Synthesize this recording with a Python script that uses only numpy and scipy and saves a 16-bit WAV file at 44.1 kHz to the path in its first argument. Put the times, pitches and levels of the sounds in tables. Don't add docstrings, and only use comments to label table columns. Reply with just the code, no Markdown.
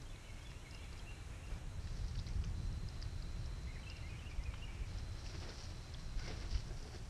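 import sys
import numpy as np
from scipy import signal
from scipy.fft import rfft, irfft, next_fast_len
from scipy.io import wavfile

SR = 44100
rng = np.random.default_rng(int(sys.argv[2]) if len(sys.argv) > 2 else 0)


def store_pcm(level_fs):
    pcm = np.round(np.clip(level_fs, -1, 1) * 32767).astype(np.int16)
    wavfile.write(sys.argv[1], SR, np.atleast_2d(pcm).T)


N = 312669
TIME = np.arange(N) / SR

# start and length in seconds, then splash, boil and steam levels in dB.
POURS = [(-.05, 0.69, -79, -75, -75.5), (0.659, 0.87, -66, -85, -74), (1.788, 0.43, -90, -66, -94),
         (2.877, 2.1, -67.5, -92, -92), (4.864, 0.18, -66.5, -68.5, -84), (5.133, 0.054, -63, -66.5, -88),
         (5.23, 0.4, -63.5, -60, -82), (5.7, 0.38, -66, -67.5, -90), (6.17, 0.25, -60, -60.5, -82),
         (6.486, 0.032, -72, -57.5, -86), (6.725, 0.24, -82, -65, -79)]
# centre in seconds, hollow, splash and boil levels in dB,
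# brightness in dB per octave, gulp pitch in Hz.
GLUGS = [(1.54, -68, -60.5, -88, -3, 354), (5.34, -65, -58, -70, -0.5, 340),
         (5.459, -54, -55.5, -71, -3, 348), (6.225, -74, -73, -78, 11.5, 344),
         (6.281, -53.5, -62, -59, 0, 430), (6.41, -57, -60, -76, -8, 322),
         (6.71, -58.5, -78, -82, 1.5, 356), (6.86, -54.5, -82, -80, -2, 414),
         (6.955, -56, -64, -72, 1.5, 347)]
# a note's offset and length in seconds, start and end pitch in Hz.
TWITTER = [(.008, 0.043, 2930, 3030), (0.05, 0.043, 2350, 2080), (0.136, .036, 2750, 2860),
           (.177, 0.037, 3180, 3210), (0.218, 0.034, 3470, 3430), (0.255, 0.024, 2550, 2520)]
TWO_TONE = [(0, 0.081, 2680, 2810), (.075, 0.072, 2350, 2310)]
WARBLE = [(0.005, 0.066, 1970, 2200), (.074, 0.028, 2520, 2450), (.095, 0.0277, 2180, 1700),
          (.119, 0.032, 2290, 2284), (0.171, 0.0205, 3270, 2740), (.205, .026, 2636, 2710),
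          (0.239, 0.0333, 2695, 2890), (.286, .055, 2310, 2295)]
LAST_NOTES = [(0, 0.031, 2350, 2360), (.03, .028, 2190, 1850)]


def gain_of(db):
    return 10 ** (np.asarray(db) / 20)


def evened(x):
    return x / np.sqrt(np.mean(x ** 2) + 1e-20)


def together(gains):
    return np.sqrt(sum(gain ** 2 for gain in gains))


def add(mix, start, sound):
    part = mix[max(round(start * SR), 0):][:len(sound)]
    part += sound[:len(part)]


def colour(x, spectrum):
    hz, db = np.transpose(spectrum)
    size = next_fast_len(len(x), True)
    bins_hz = np.fft.rfftfreq(size, 1 / SR)
    response = gain_of(np.interp(np.log(bins_hz + 1), np.log(hz + 1), db))
    return evened(irfft(rfft(x, size) * response, size)[:len(x)])


def band(x, lo_hz, hi_hz):
    edges_hz = np.clip([lo_hz, max(hi_hz, lo_hz + 20)], 20, SR / 2 - 100)
    return signal.sosfilt(signal.butter(2, edges_hz, btype="band", fs=SR, output="sos"), x)


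def drift(rate_hz):
    size = next_fast_len(N, True)
    response = np.exp(-(np.fft.rfftfreq(size, 1 / SR) / rate_hz) ** 2)
    return evened(irfft(rfft(rng.standard_normal(size)) * response, size)[:N])


def pops(per_s, spread_db):
    size = gain_of(spread_db * np.minimum(rng.exponential(1, N), 4))
    return evened(size * rng.choice([-1, 1], N) * (rng.random(N) < per_s / SR))


def steadied(x):
    ring = signal.hilbert(evened(x), next_fast_len(len(x)))[:len(x)]
    return evened(ring.real / np.sqrt(abs(ring) ** 2 + .5))


def held(start, length, release_s, attack_s=.014):
    rise = np.clip((TIME - start) / attack_s, 0, 1)
    return rise * np.exp(-np.maximum(TIME - start - length, 0) / release_s)


def surge(centre, width_s=.041):
    return np.exp(-.5 * ((TIME - centre) / width_s) ** 2)


def wind(breeze_db=-51, flutter_db=.5, fall_per_rise=2.04):
    # frequency in Hz, relative level in dB.
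    spectrum = [(10, -43), (22, 4.5), (40, -1), (85, -1.5), (125, -6.5), (150, -12.5), (175, -13),
                (205, -24), (330, -28.5), (520, -41), (920, -88)]
    # peak time in seconds, level in dB, rise time in seconds.
    gusts = [(2.42, -40, 0.74), (5.0, -48, 1), (6.35, -46.5, 0.51)]
    # centre in seconds, level in dB, pitch in Hz.
    eddies = [(1.528, -34.5, 44.5), (2.049, -32, 39.6), (2.397, -29.5, 54), (2.672, -34, 34),
              (4.39, -30.5, 41), (4.488, -33, 57.6), (4.815, -33, 40), (6.17, -33, 31.6),
              (6.558, -27.5, 51.5)]
    swells = [gain_of(db) * np.exp(-np.maximum(peak - TIME, (TIME - peak) / fall_per_rise) / rise)
              for peak, db, rise in gusts]
    rumble = colour(rng.standard_normal(N), spectrum) * gain_of(flutter_db * drift(rate_hz=3.1))
    out = together(swells + [gain_of(breeze_db)]) * evened(rumble)
    t = np.arange(-SR // 20, SR // 20) / SR
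    for centre, db, hz in eddies:
        phase = 2 * np.pi * hz * t
        add(out, centre + t[0], -gain_of(db) * np.sin(phase) * np.exp(-(phase / 3.8) ** 2))
    return out


def leaves_and_lake(level_db=-60.04):
    # frequency in Hz, relative level in dB.
    spectrum = [(120, -6), (200, -1), (235, -4.5), (301, -4), (454, -7), (2610, -15), (3410, -18),
                (4070, -17.5), (4610, -25.5), (5610, -19), (8930, -24), (10500, -36.5), (13000, -35),
                (14200, -48)]
    return gain_of(level_db) * colour(rng.standard_normal(N), spectrum)


def splash(flutter_db=2.5):
    # frequency in Hz, relative level in dB.
    spectrum = [(150, -1), (310, 3.5), (430, -0.5), (650, 1), (900, -4.5), (1150, -5.5), (1350, -2),
                (1520, -3.5), (1780, -3.5), (2170, -6.5), (2700, -7), (5500, -14), (7000, -52),
                (12000, -58)]
    # start in seconds, level in dB.
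    landings = [(5.424, -55), (6.239, -61), (6.275, -47.5), (6.544, -60.5)]
    stream = [gain_of(db) * held(start, length, release_s=.17) for start, length, db, _, _ in POURS]
    slugs = [gain_of(db) * surge(centre) for centre, _, db, _, _, _ in GLUGS]
    slaps = [gain_of(db) * held(start, 0, release_s=.03, attack_s=.0022) for start, db in landings]
    drops = pops(per_s=1800, spread_db=2) + 1.08 * rng.standard_normal(N)
    patter = colour(drops, spectrum) * gain_of(flutter_db * drift(rate_hz=21))
    return together(stream + slugs + slaps) * evened(patter)


def sizzle(spurt_db=1.8, simmer_db=-71.5, simmer_from_s=2.2, release_s=.13):
    # frequency in Hz, relative level in dB.
    spectrum = [(2500, -7.5), (3200, -5.5), (4150, -5.5), (4380, 2), (4900, 1.5), (5850, 1.5), (6300, -12),
                (8000, -15.5), (12000, -47)]
    stream = [gain_of(db) * held(start, length, release_s) for start, length, _, db, _ in POURS]
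    slugs = [gain_of(db) * surge(centre) for centre, _, _, db, _, _ in GLUGS]
    simmer = gain_of(simmer_db) * held(simmer_from_s, N / SR, release_s)
    bursts = pops(per_s=700, spread_db=2) + .7 * rng.standard_normal(N)
    spurts = colour(bursts, spectrum) * gain_of(spurt_db * drift(rate_hz=24))
    return together(stream + slugs + [simmer]) * evened(spurts)


def steam(seep_db=-78):
    # frequency in Hz, relative level in dB.
    spectrum = [(2000, -6.5), (4000, -47), (6500, 2), (8500, -3.5), (10500, -3), (13000, -18), (14300, -43)]
    plumes = [gain_of(db) * held(start, length, release_s=.22) for start, length, _, _, db in POURS]
    return together(plumes + [gain_of(seep_db)]) * colour(rng.standard_normal(N), spectrum)


def insect(stroke_hz=128, depth=.38):
    # frequency in Hz, relative level in dB.
    spectrum = [(3000, -70), (3800, -14), (3950, -12.5), (4005, 1), (4030, 3), (4058, -2), (4088, -1.5),
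                (4140, -0.5), (4215, -8), (4270, -17), (4600, -16), (5200, -70)]
    # start and length in seconds, level in dB.
    trills = [(0, 0.61, -76.5), (0.648, 0.6, -73.5), (1.449, 0.16, -79), (1.68, 0.5, -73),
              (2.54, 1.516, -69), (4.876, 1.77, -69.5)]
    bouts = together(gain_of(db) * held(start, length, release_s=.062, attack_s=.01)
                     for start, length, db in trills)
    ring = steadied(colour(rng.standard_normal(N), spectrum))
    rate_hz = stroke_hz * (1 + .035 * drift(rate_hz=19))
    strokes = 1 + depth * np.sin(2 * np.pi * np.cumsum(rate_hz) / SR)
    return bouts * evened(ring * strokes)


def whistle(length, start_hz, end_hz, waver):
    size = int(length * SR)
    hz = np.linspace(start_hz, end_hz, size) * waver[:size]
    return evened(np.sin(2 * np.pi * np.cumsum(hz) / SR) * signal.windows.tukey(size, .54))


def bird(flutter_db=2.5):
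    # start in seconds, motif, level of each note in dB.
    song = [(-.125, TWITTER, [-74, -75, -89, -71, -70, -68]),
            (.228, TWITTER, [-70, -66, -73, -71.5, -64.5, -68]),
            (.592, TWITTER, [-72, -67, -63, -68, -67.5, -68]), (.705, TWO_TONE, [-69, -67.5]),
            (1.055, TWO_TONE, [-61.5, -73]), (1.422, TWO_TONE, [-68, -73]),
            (3.657, WARBLE, [-67, -66, -63, -70, -64, -56.5, -60, -74]),
            (4.015, WARBLE, [-64.5, -59, -79, -66, -62.5, -62, -59, -64.5]),
            (4.379, WARBLE, [-70, -62, -67, -67, -59, -70, -55, -64.5]), (4.82, LAST_NOTES, [-65, -71])]
    out, waver = np.zeros(N), 1 + .012 * drift(rate_hz=200)
    for start, motif, levels_db in song:
        for (offset, length, start_hz, end_hz), db in zip(motif, levels_db):
            onset = start + offset
            if onset > 0:
                add(out, onset, gain_of(db) * whistle(length, start_hz, end_hz, waver[int(onset * SR):]))
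    return out * gain_of(flutter_db * drift(rate_hz=41))


def faint_cracks(per_s=11, db=-59, spread_db=4.5, hz=5020, knock_db=-15, t60=.014):
    draws = rng.uniform(-1.1, 1, (N // 256, 2))
    slots = np.flatnonzero(rng.random(len(draws)) < per_s * 256 / SR)
    return [(k * 256 / SR, db + spread_db * draws[k, 0], hz * (1 + .17 * draws[k, 1]), knock_db, t60)
            for k in slots]


def coals(band_ratio=1.107, crumble_db=-26, crumble_stretch=15):
    # start in seconds, level in dB, ring pitch in Hz,
    # knock in dB relative to the ring, 60 dB decay time in seconds.
    ticks = [(.018, -49.5, 5200, -15, 0.013), (0.159, -52, 3600, -12, 0.016), (.392, -54, 5400, -11, 0.014),
             (.515, -56, 4710, 6, .017), (.709, -48, 5240, -18, .017), (0.747, -45.5, 5250, -20, 0.014),
             (.928, -50, 4560, -4, .017), (.976, -51, 5240, -14, 0.015), (.990, -52, 4840, -14, .017),
             (1.872, -53.5, 4270, 3, 0.02), (2.081, -50.5, 5060, -24, .027), (2.155, -51, 4500, -11, .02),
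             (2.176, -50, 5200, -18, .017), (2.190, -44, 4300, -17, .015), (2.196, -47, 4900, -20, .017),
             (2.265, -50, 4340, -8, 0.033), (2.272, -55, 4460, -13, .03), (2.286, -47, 5550, -18, .017),
             (2.439, -46.5, 4730, -1, 0.011), (2.445, -47, 5660, -9, 0.016), (2.727, -52, 5200, -16, .017),
             (2.886, -42, 5240, -18, .012), (3.016, -44, 5500, -20, .011),
             (3.025, -34.5, 4760, -24, 0.0094), (3.223, -47, 4770, -18, .017),
             (3.458, -48.5, 5400, -19, 0.014), (3.899, -42.5, 5000, -22, .017),
             (3.966, -49, 4900, -19, .017), (4.436, -48.5, 5330, -11, .017), (4.54, -50, 2940, 8, .014),
             (4.984, -47, 5370, -18, 0.018), (5.244, -53, 5200, -12, .017), (5.262, -57, 5360, -8, 0.045),
             (5.492, -44.5, 4560, -16, 0.016), (5.602, -50, 5060, -18, 0.0093),
             (5.637, -48.5, 5650, -16, .017), (5.938, -43, 4800, -18, 0.012),
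             (6.193, -48.5, 5370, -2, 0.036), (6.278, -51, 5340, -13, 0.064), (6.509, -46, 5200, -15, .017),
             (6.547, -53, 4800, 1.5, .04), (6.575, -58, 4760, -2, .017), (6.602, -52, 5170, -10, .022),
             (6.826, -50, 5640, -28, .017)]
    out, t = np.zeros(N), np.arange(SR // 10) / SR
    rise = 1 - np.exp(-(t / .001) ** 2)
    noise = rng.standard_normal((2, N + len(t)))
    for start, db, hz, knock_db, t60 in ticks + faint_cracks():
        tail = gain_of(crumble_db - 60 * t / (crumble_stretch * t60))
        fade = rise * (gain_of(-60 * t / t60) + tail)
        crack, knock = noise[:, int(start * SR):][:, :len(t)]
        resonance = steadied(band(crack, hz / band_ratio, hz * band_ratio))
        ring = band(resonance * fade, 2400, 6300)
        thud = band(band(knock * fade, 800, 3400), 800, 3400)
        size = gain_of(db) * np.sqrt(np.mean(fade ** 2))
        add(out, start, size * (evened(ring) + gain_of(knock_db) * evened(thud)))
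    return out


def woods(x, t60=.83, echoes_per_s=1500):
    t = np.arange(SR) / SR
    echoes = rng.standard_normal(SR) * (rng.random(SR) < echoes_per_s / SR)
    response = echoes * (t > .012) * gain_of(-60 * t / t60)
    return signal.fftconvolve(x, response / np.linalg.norm(response))[:N]


def far_birds(notes_per_s=28, note_s=.0353, centre_hz=2546, spread_octaves=.25):
    # start and length in seconds, level in dB.
    bouts = [(.05, 1.45, -70), (3.604, 1.23, -70)]
    notes = np.zeros(N)
    draws = rng.uniform(-1.026, 1, (N // 256, 2))
    for k in np.flatnonzero(rng.random(len(draws)) < notes_per_s * 256 / SR):
        hz = centre_hz * 2 ** (spread_octaves * draws[k, 0])
        glide = .076 * draws[k, 1]
        add(notes, k * 256 / SR, whistle(note_s, hz * (1 - glide), hz * (1 + glide), np.ones(SR)))
    level = together(gain_of(db) * held(start, length, release_s=.092, attack_s=.1)
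                     for start, length, db in bouts)
    return level * evened(woods(notes))


def coal_pings(rise_s=.00018):
    # start in seconds, level in dB, pitch in Hz, 60 dB decay time in seconds.
    pings = [(.996, -52, 3230, 0.044), (2.155, -46, 2900, .009), (2.186, -45, 3750, .01),
             (2.279, -48, 2150, .012), (2.294, -49, 2150, .011), (2.44, -41, 2940, .008),
             (3.024, -35.5, 1700, 0.003), (4.537, -49, 2980, .014), (5.263, -44, 2700, 0.012),
             (5.602, -56, 3120, 0.028), (5.946, -39, 3390, 0.0098), (6.544, -48, 2930, .016),
             (6.575, -48, 3020, .018)]
    out, t = np.zeros(N), np.arange(SR // 10) / SR
    rise = 1 - np.exp(-t / rise_s)
    for start, db, hz, t60 in pings:
        add(out, start, gain_of(db - 60 * t / t60) * rise * np.sin(2 * np.pi * hz * t))
    return out


def jug_glugs(flutter_db=2, gulp_db=-8.5, gulp_width_hz=52):
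    # frequency and bandwidth in Hz, relative level in dB.
    modes = [(329, 294, -5), (655, 160, -9), (1560, 280, -15), (2130, 220, -22)]
    laps = pops(per_s=290, spread_db=-2) * gain_of(flutter_db * drift(rate_hz=28))
    out = np.zeros(N)
    for hz, width, mode_db in modes:
        octaves = np.log2(hz / modes[0][0])
        swill = together(gain_of(db + tilt * octaves) * surge(centre)
                         for centre, db, _, _, tilt, _ in GLUGS)
        out += gain_of(mode_db) * swill * evened(band(laps, hz - width / 2, hz + width / 2))
    for centre, db, _, _, _, hz in GLUGS:
        gulp = evened(band(laps, hz - gulp_width_hz / 2, hz + gulp_width_hz / 2))
        out += gain_of(db + gulp_db) * surge(centre) * gulp
    return out


def jug_knock(start_s=4.539, level_db=-50):
    # frequency in Hz, relative level in dB, 60 dB decay time in seconds.
    modes = [(1060, -2, .035), (1180, 0, .04), (1320, -9, .03)]
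    out, t = np.zeros(N), np.arange(SR // 10) / SR
    for hz, db, t60 in modes:
        add(out, start_s, gain_of(level_db + db - 60 * t / t60) * np.sin(2 * np.pi * hz * t))
    return out


def gurgles():
    # start and length in seconds, level in dB, start pitch, end pitch and bandwidth in Hz.
    pockets = [(6.185, 0.077, -64, 1490, 1546, 110), (6.219, 0.062, -60, 2290, 2120, 280),
               (6.335, 0.104, -66, 2190, 2105, 200), (6.919, 0.059, -71, 1890, 1990, 200)]
    out, churn = np.zeros(N), rng.standard_normal(N)
    for start, length, db, start_hz, end_hz, width in pockets:
        slide_hz = np.interp(TIME, [start, start + length], [0, end_hz - start_hz])
        resonance = band(churn, start_hz - width / 2, start_hz + width / 2)
        analytic = signal.hilbert(resonance, next_fast_len(N))[:N]
        ring = evened((analytic * np.exp(2j * np.pi * np.cumsum(slide_hz) / SR)).real)
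        out += gain_of(db) * held(start, length, release_s=.016, attack_s=.035) * ring
    return out


def scene(echo_db=-5):
    song = bird()
    water = splash() + jug_glugs() + jug_knock() + gurgles()
    fire = sizzle() + steam() + coals() + coal_pings()
    echoes = gain_of(echo_db) * woods(song * drift(rate_hz=60))
    return (water + fire + song + echoes + far_birds() + insect() + leaves_and_lake() + wind())[None]


def record(dry, cutoff_hz=14150):
    low_pass = signal.firwin(511, cutoff_hz, window=("kaiser", 9), fs=SR)
    return signal.oaconvolve(dry, low_pass[None], "same")


dry = scene()
out = record(dry)
store_pcm(out)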